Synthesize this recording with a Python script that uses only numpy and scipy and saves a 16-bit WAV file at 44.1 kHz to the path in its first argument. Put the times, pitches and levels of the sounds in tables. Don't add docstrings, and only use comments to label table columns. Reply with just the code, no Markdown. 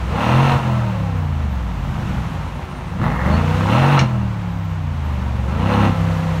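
import sys
import numpy as np
from scipy import signal
from scipy.io import wavfile
from scipy.ndimage import uniform_filter1d, minimum_filter1d, map_coordinates

SR = 44100
rng = np.random.default_rng(int(sys.argv[2]) if len(sys.argv) > 2 else 0)


def generate_wav(signal):
    frames = np.transpose(np.atleast_2d(signal))
    scaled = np.clip(frames, -1, 1) * 32767
    pcm = np.round(scaled).astype(np.int16)
    wavfile.write(sys.argv[1], SR, pcm)


N = 282240
TIME = np.arange(N) / SR
BINS = np.fft.rfftfreq(8192, 1 / SR)

# frequency_hz, gain_db
TYRE_SPECTRUM = [(25,-13),(60,12),(200,6.5),(400,-6.5),(600,-3.5),(1000,-2),(1600,-8),(2800,-13),(4000,-19),(4900,-24.5),(6200,-24.5),(8500,-31.5),(10500,-35.5),(15500,-38.5)]
# nearest_s, half_length_s, level_db
PASS_BYS = [(0.43,0.35,-26),(2.123,0.29,-30),(3.592,0.19,-24.5),(6.2,0.5,-26.5)]
# nearest_s, half_length_s, pitch_hz, level_db
PASSING_TONES = [(2.1,.14,340,-40),(2.08,.18,1470,-41.5),(2.75,.3,365,-42),(4.35,.4,43,-37)]
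# start_s, end_s, first_pitch_hz, fall_hz_per_s, level_db
SPIN_DOWNS = [(.7,2.95,15780,3380,-70),(4.15,5.55,15680,3520,-74),(5.8,6.45,12050,1900,-71)]
# pitch_ratio, gain_db
WHISTLES = [(1, 3), (1.11, -1), (1.22, -3), (1.32, -4)]
# time_s, cycle_hz
ENGINE_SPEED = [(.07,20.3),(.2,37),(.4,45),(.48,46.3),(.8,40.3),(1.2,30.5),(1.8,16.7),(2.27,11.5),(2.7,10.25),
                (2.93,11),(3.38,28.4),(3.68,33.6),(3.8,45),(3.93,48.1),(4.01,43.7),(4.4,35.7),(4.76,31.5),(5.13,24.4),
                (5.48,22.5),(5.71,35.7),(5.9,33.1),(6.4,32.3)]
# start_s, rise_s, lift_off_s, full_load, load_left, fade_s, sputter_db, dip_db
THROTTLE_STABS = [(.01,0.2,.53,0.96,0.74,0.62,-2,-7), (2.95,0.074,3.10,0.75,0.49,1.1,-11,-4.5),
                  (3.22,0.073,3.37,.82,0.65,5.6,-11,-1), (3.62,0.11,4.0,1,0.64,0.21,-2.5,-5.5),
                  (4.85,.3,4.9,0.14,0.33,1.65,-5,-1.5), (5.41,0.33,5.865,0.95,0.46,1.56,-6,-6)]
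# frequency_hz, gain_db
LOOSE_METAL = [(500,-3.5),(850,4.5),(1150,2.5),(1550,-5),(1900,-1),(2150,-2.5),(2350,-41),(4000,-30),(9000,-39)]
# frequency_hz, gain_db
RASP_SPECTRUM = [(150,-23.5),(400,-15.5),(490,-3.5),(700,-4.5),(830,2),(1030,1.5),(1600,-6),(2700,-12),(3200,-15.5),(4300,-23.5),(4900,-27),(6200,-25),(7500,-34.5),(9300,-30.5),(10500,-40.5),(15500,-37)]
# centre_hz, width_hz, lift_db
PIPE_RESONANCES = [(530,25,4.5),(914,140,1),(1325,42,8),(1950,220,2.5),(2744,440,8.5),(3570,140,6),(4140,370,8.5)]
# time_s, peak_db, decay_s, tilt_db_per_octave
FUEL_CRACKS = [(.5194,-12,.003,0),(3.9765,-4,.005,-3),(3.9914,-1.5,.005,9),(4.0134,-13,.003,4),(5.8494,-14,.004,0)]
# order, gain_db
DRONE_ORDERS = [(14, -8), (15, -3), (16, 0), (19, -8), (21, -8), (24, -9)]
# order, coast_db, load_db
ENGINE_ORDERS = [(1,-38,-38),(2,-11,-16),(3,0.5,-2),(4,-12.5,-20),(5,-3,-2.5),(6,-32,-4.5),(7,-20.5,-2.5),(8,-10,-1),(9,-11,-11.5),(10,-13,0),(11,-26,-10),(12,-22.5,-12),(13,-21.5,-3.5),(14,-15.5,2.5),(15,-31,-5),(16,-8,-4),(17,-42,-9),(18,-21,-23),(19,-23,-2),(20,-19.5,-10),(21,-27,-29),(22,-31,-1),(23,-30,8),(24,-16.5,6.5)]
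# frequency_hz, gain_db
SILENCER_RESPONSE = [(20,-55),(35,-12),(52,6.5),(72,8),(105,3),(140,6.5),(190,2),(235,-3),(275,-10.5),(345,-12.5),(410,-31.5),(500,-11),(700,-29),(1200,-25.5),(5000,-80)]
# cycle_hz, level_db
NOTE_LEVELS = [(10.2,-34.5),(11.6,-25),(19,-23.5),(25,-21.5),(32,-22.5),(36,-25.5),(40.5,-22.5),(47,-22.5)]
# time_s, half_length_s, lift_db
SILENCER_BOOMS = [(0.388,0.071,6),(3.05,0.058,3.5),(3.338,0.058,4),(3.76,0.1,4),(3.969,0.081,4),(5.8,0.15,5.5)]

HIGH_REV_HZ = 45


def amp(db):
    return 10 ** (np.asarray(db) / 20)


def unit(x):
    return x / np.sqrt(np.mean(x ** 2) + 1e-20)


def steady(x, size=5000):
    power = uniform_filter1d(uniform_filter1d(x ** 2, size), size // 2)
    return x / np.sqrt(abs(power) + 1e-12)


def curve_db(points, hz=BINS):
    f, db = np.transpose(points)
    return np.interp(np.log(np.maximum(hz, 1)), np.log(f), db)


def colour(x, db):
    log_gain = np.log(amp(np.r_[db, db[-2:0:-1]]))
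    minimum_phase = np.exp(np.conj(signal.hilbert(log_gain)))
    taps = np.fft.ifft(minimum_phase).real
    return signal.oaconvolve(x, taps[:len(taps) // 2])[:len(x)]


def wander(hz):
    knots = rng.standard_normal(2048)
    return map_coordinates(knots, [TIME[::64] * 2 * hz], order=3, mode="wrap").repeat(64)[:N]


def bump(s, half_s):
    return np.exp(-((TIME - s) / half_s) ** 2)


def rise(s, length_s):
    return np.clip((TIME - s) / length_s, 0, 1)


def fade(s, decay_s):
    return np.exp(-np.maximum(TIME - s, 0) / decay_s)


def sine(hz):
    return np.sin(2 * np.pi * np.cumsum(hz) / SR)


def pulses(at, sizes):
    train = np.zeros(N)
    train[at] = sizes
    return train


def tails(train, decay_s):
    return signal.lfilter([1], [1, -np.exp(-1 / (decay_s * SR))], train)


def traffic(far_db=-37, far_db_per_octave=-3.5, flicker_db=.46):
    tyres_db = curve_db(TYRE_SPECTRUM)
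    treble_octaves = np.log2(np.maximum(BINS / 2000, 1))
    roar = unit(colour(rng.standard_normal(N), tyres_db))
    far = unit(colour(rng.standard_normal(N), tyres_db + far_db_per_octave * treble_octaves))
    near_power = sum(amp(db) ** 2 / (1 + ((TIME - s) / half_s) ** 2) for s, half_s, db in PASS_BYS)
    return (np.sqrt(near_power) * roar + amp(far_db) * far) * amp(flicker_db * wander(8))


def passing_tones(doppler=.05, waver=.025):
    out = np.zeros(N)
    for s, half_s, hz, db in PASSING_TONES:
        pitch_hz = hz * (1 - doppler * np.tanh((TIME - s) / half_s) + waver * wander(60))
        out += amp(db) * bump(s, half_s) * sine(pitch_hz)
    return out


def street_echoes(x, wet_db=-11, t60_s=.2, echoes_per_s=1500):
    t = TIME[:SR // 2]
    taps = rng.standard_normal(len(t)) * (rng.random(len(t)) < echoes_per_s / SR)
    taps *= (t > .004) * amp(-60 * t / t60_s)
    return x + amp(wet_db) * signal.oaconvolve(x, taps / np.linalg.norm(taps))[:N]


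def turbos(flutter_db=4.5):
    out = np.zeros(N)
    for start, end, first_hz, fall, db in SPIN_DOWNS:
        hz = first_hz - fall * (np.clip(TIME, start, end) - start)
        spinning = uniform_filter1d(1. * ((TIME > start) & (TIME < end)), size=3000)
        for ratio, gain_db in WHISTLES:
            whistle = sine(ratio * hz + 20 * wander(60))
            out += spinning * amp(db + gain_db + flutter_db * wander(20)) * whistle
    return out


def idling(cycle_hz, idle_hz=11.9, range_hz=7.9):
    return np.exp(-((cycle_hz - idle_hz) / range_hz) ** 2)


def engine_load(cycle_hz, drop_s=.055, idle_load=.39):
    load = np.zeros(N)
    for start, rise_s, lift, full, left, fade_s, _, _ in THROTTLE_STABS:
        stab = (full - left) * fade(lift, drop_s) + left * fade(lift, fade_s)
        load += rise(start, rise_s) * (stab - load)
    return np.clip(np.maximum(load, idle_load * idling(cycle_hz)), 0, 1)


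def firings(cycles):
    count = np.floor(cycles * 8).astype(int)
    at = np.flatnonzero(np.diff(count)) + 1
    return at, count[at] % 8


def lift_dip_db(after_s=.085, half_s=.036):
    return sum(db * bump(lift + after_s, half_s) for _, _, lift, *_, db in THROTTLE_STABS)


def gas_blast(cycle_hz, load, base_db=-19, load_db=22.5, db_per_octave=3, dip_share=.43):
    speed_db = db_per_octave * np.log2(cycle_hz / HIGH_REV_HZ)
    return amp(base_db + load_db * (load - 1) + speed_db + dip_share * lift_dip_db())


def tailpipe_db():
    peaks_db = sum(db / (1 + (2 * (BINS - hz) / width) ** 2) for hz, width, db in PIPE_RESONANCES)
    return curve_db(RASP_SPECTRUM) + peaks_db


def squeak(time_s=3.35, pitch_hz=4400, level_db=-38, half_s=.026):
    return amp(level_db) * bump(time_s, half_s) * sine(pitch_hz + 50 * wander(120))


def chatter(cycles, start_s=2.99, end_s=3.29, level_db=-27, ring_s=.0069, uneven=.51):
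    at, _ = firings(cycles)
    knocks = pulses(at, np.exp(uneven * rng.standard_normal(N)[at]))
    bursts = tails(knocks, ring_s) * rng.standard_normal(N)
    rattle = steady(colour(bursts, curve_db(LOOSE_METAL)))
    shaking = rise(start_s, length_s=.042) * fade(end_s, decay_s=.086)
    return amp(level_db) * shaking * rattle


def cracks(top_hz=6800):
    out = np.zeros(N)
    t = TIME[:len(BINS)]
    pipe_db = tailpipe_db() - 10 * np.log10(1 + (BINS / top_hz) ** 14)
    octaves = np.log2(np.clip(BINS, 300, 6000) / 1000)
    for s, db, decay_s, tilt in FUEL_CRACKS:
        burst = colour(rng.standard_normal(len(t)) * np.exp(-t / decay_s), pipe_db + tilt * octaves)
        out[round(s * SR):][:len(t)] += amp(db) * burst / abs(burst).max()
    return out


def drone(cycles, cycle_hz, load, gain_db=-2.5, pipe_hz=505, width_hz=100, waver=.3):
    note = np.zeros(N)
    for order, db in DRONE_ORDERS:
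        ring = 1 / np.sqrt(1 + (2 * (order * cycle_hz - pipe_hz) / width_hz) ** 2)
        swell = 1 + waver * wander(16)
        note += amp(db) * ring * swell * np.cos(2 * np.pi * (order * cycles + rng.random()))
    part_load = np.exp(-((load - .49) / .4) ** 2)
    return amp(gain_db) * np.sqrt(2) * part_load * note


def sputter(cycles, cycle_hz, floor_db=-33, idle_db=-10.5, after_s=.03, half_s=.025):
    at, _ = firings(cycles)
    pops = colour(pulses(at, rng.standard_normal(N)[at]), curve_db(SILENCER_RESPONSE))
    lifts = sum(amp(db) * bump(lift + after_s, half_s) for _, _, lift, *_, db, _ in THROTTLE_STABS)
    return (amp(floor_db) + amp(idle_db) * idling(cycle_hz) + lifts) * steady(pops)


def rasp(cycles, load, uneven=.096, front_db=3, front_top_hz=1700,
         puff_db=6, puff_s=.0034, puff_top_hz=6000, hiss_db=-23, edge_hz=1050):
    at, cylinder = firings(cycles)
    near_bank = np.array([1, 0, 0, 1, 0, 1, 1, 0])
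    sizes = (.66 + near_bank[cylinder]) * np.exp(uneven * load[at] * rng.standard_normal(N)[at])
    train = pulses(at, sizes)
    pipe_db = tailpipe_db()
    fronts = colour(train, pipe_db - 10 * np.log10(1 + (BINS / front_top_hz) ** 4))
    flow = .25 + unit(tails(train, puff_s))
    puff_band = 1 / (1 + (BINS / puff_top_hz) ** 6)
    puffs = colour(flow * rng.standard_normal(N), pipe_db + 10 * np.log10(puff_band))
    hiss = colour(rng.standard_normal(N), pipe_db + 10 * np.log10(1.0001 - puff_band))
    gas = amp(front_db) * steady(fronts) + amp(puff_db + 3 * load) * steady(puffs)
    gas = steady(gas) + amp(hiss_db) * unit(hiss)
    treble = signal.sosfiltfilt(signal.butter(2, edge_hz, "high", fs=SR, output="sos"), gas)
    treble_db = -12 + 8 * load
    return steady(gas + (amp(treble_db) - 1) * treble)


def fifth_order_db(cycle_hz, load, boom_db, db_per_octave=3.5, held_db=10, held_hz_per_s=11.03):
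    change_hz_per_s = abs(uniform_filter1d(np.gradient(cycle_hz) * SR, size=6000))
    held = np.exp(-change_hz_per_s / held_hz_per_s) * (1 - load ** 2)
    return db_per_octave * np.log2(cycle_hz / HIGH_REV_HZ) + held_db * held - 1.04 * boom_db


def note_levels(cycle_hz, load, lag_s=.2, pressure_db=8, third_lag_db=-10.5):
    keep = np.exp(-1 / (lag_s * SR))
    pressure = signal.lfilter([1 - keep], [1, -keep], load)
    boom_db = sum(db * bump(s, half_s) for s, half_s, db in SILENCER_BOOMS)
    level_db = curve_db(NOTE_LEVELS, cycle_hz) + pressure_db * pressure + boom_db + lift_dip_db()
    third_db = third_lag_db * np.maximum(load - pressure, 0) * load * amp(-boom_db)
    return level_db, {3: third_db, 5: fifth_order_db(cycle_hz, load, boom_db)}


def low_note(cycles, cycle_hz, load, fill_per_octave=.37, burble_waver=.12, other_waver=.27):
    level_db, burble_db = note_levels(cycle_hz, load)
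    fill = np.clip(load * (1 + fill_per_octave * np.log2(HIGH_REV_HZ / cycle_hz)), 0, 1)
    note = np.zeros(N)
    for order, coast_db, load_db in ENGINE_ORDERS:
        db = coast_db + fill * (load_db - coast_db) + burble_db.get(order, 0)
        db += curve_db(SILENCER_RESPONSE, order * cycle_hz)
        swell = 1 + (burble_waver if order in burble_db else other_waver) * wander(9)
        note += amp(db) * swell * np.cos(2 * np.pi * (order * cycles + rng.random()))
    return amp(level_db) * steady(steady(note) + sputter(cycles, cycle_hz))


def scene():
    cycle_hz = np.interp(TIME, *np.transpose(ENGINE_SPEED)) * (1 + .001 * wander(15))
    cycles = np.cumsum(cycle_hz) / SR
    load = engine_load(cycle_hz)
    blast = gas_blast(cycle_hz, load)
    tones = low_note(cycles, cycle_hz, load) + blast * drone(cycles, cycle_hz, load)
    harsh = street_echoes(blast * rasp(cycles, load) + chatter(cycles) + squeak() + cracks())
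    return (tones + harsh + turbos() + traffic() + passing_tones())[None]


def record(dry, ceiling=.6, top_hz=15700):
    allowed = np.minimum(1, ceiling / (abs(dry) + 1e-9))
    limited = dry * uniform_filter1d(minimum_filter1d(allowed, size=200), size=200)
    low_pass = signal.firwin(2047, top_hz, window=("kaiser", 9), fs=SR)
    return signal.oaconvolve(limited, low_pass[None], "same")


dry = scene()
out = record(dry)
generate_wav(out)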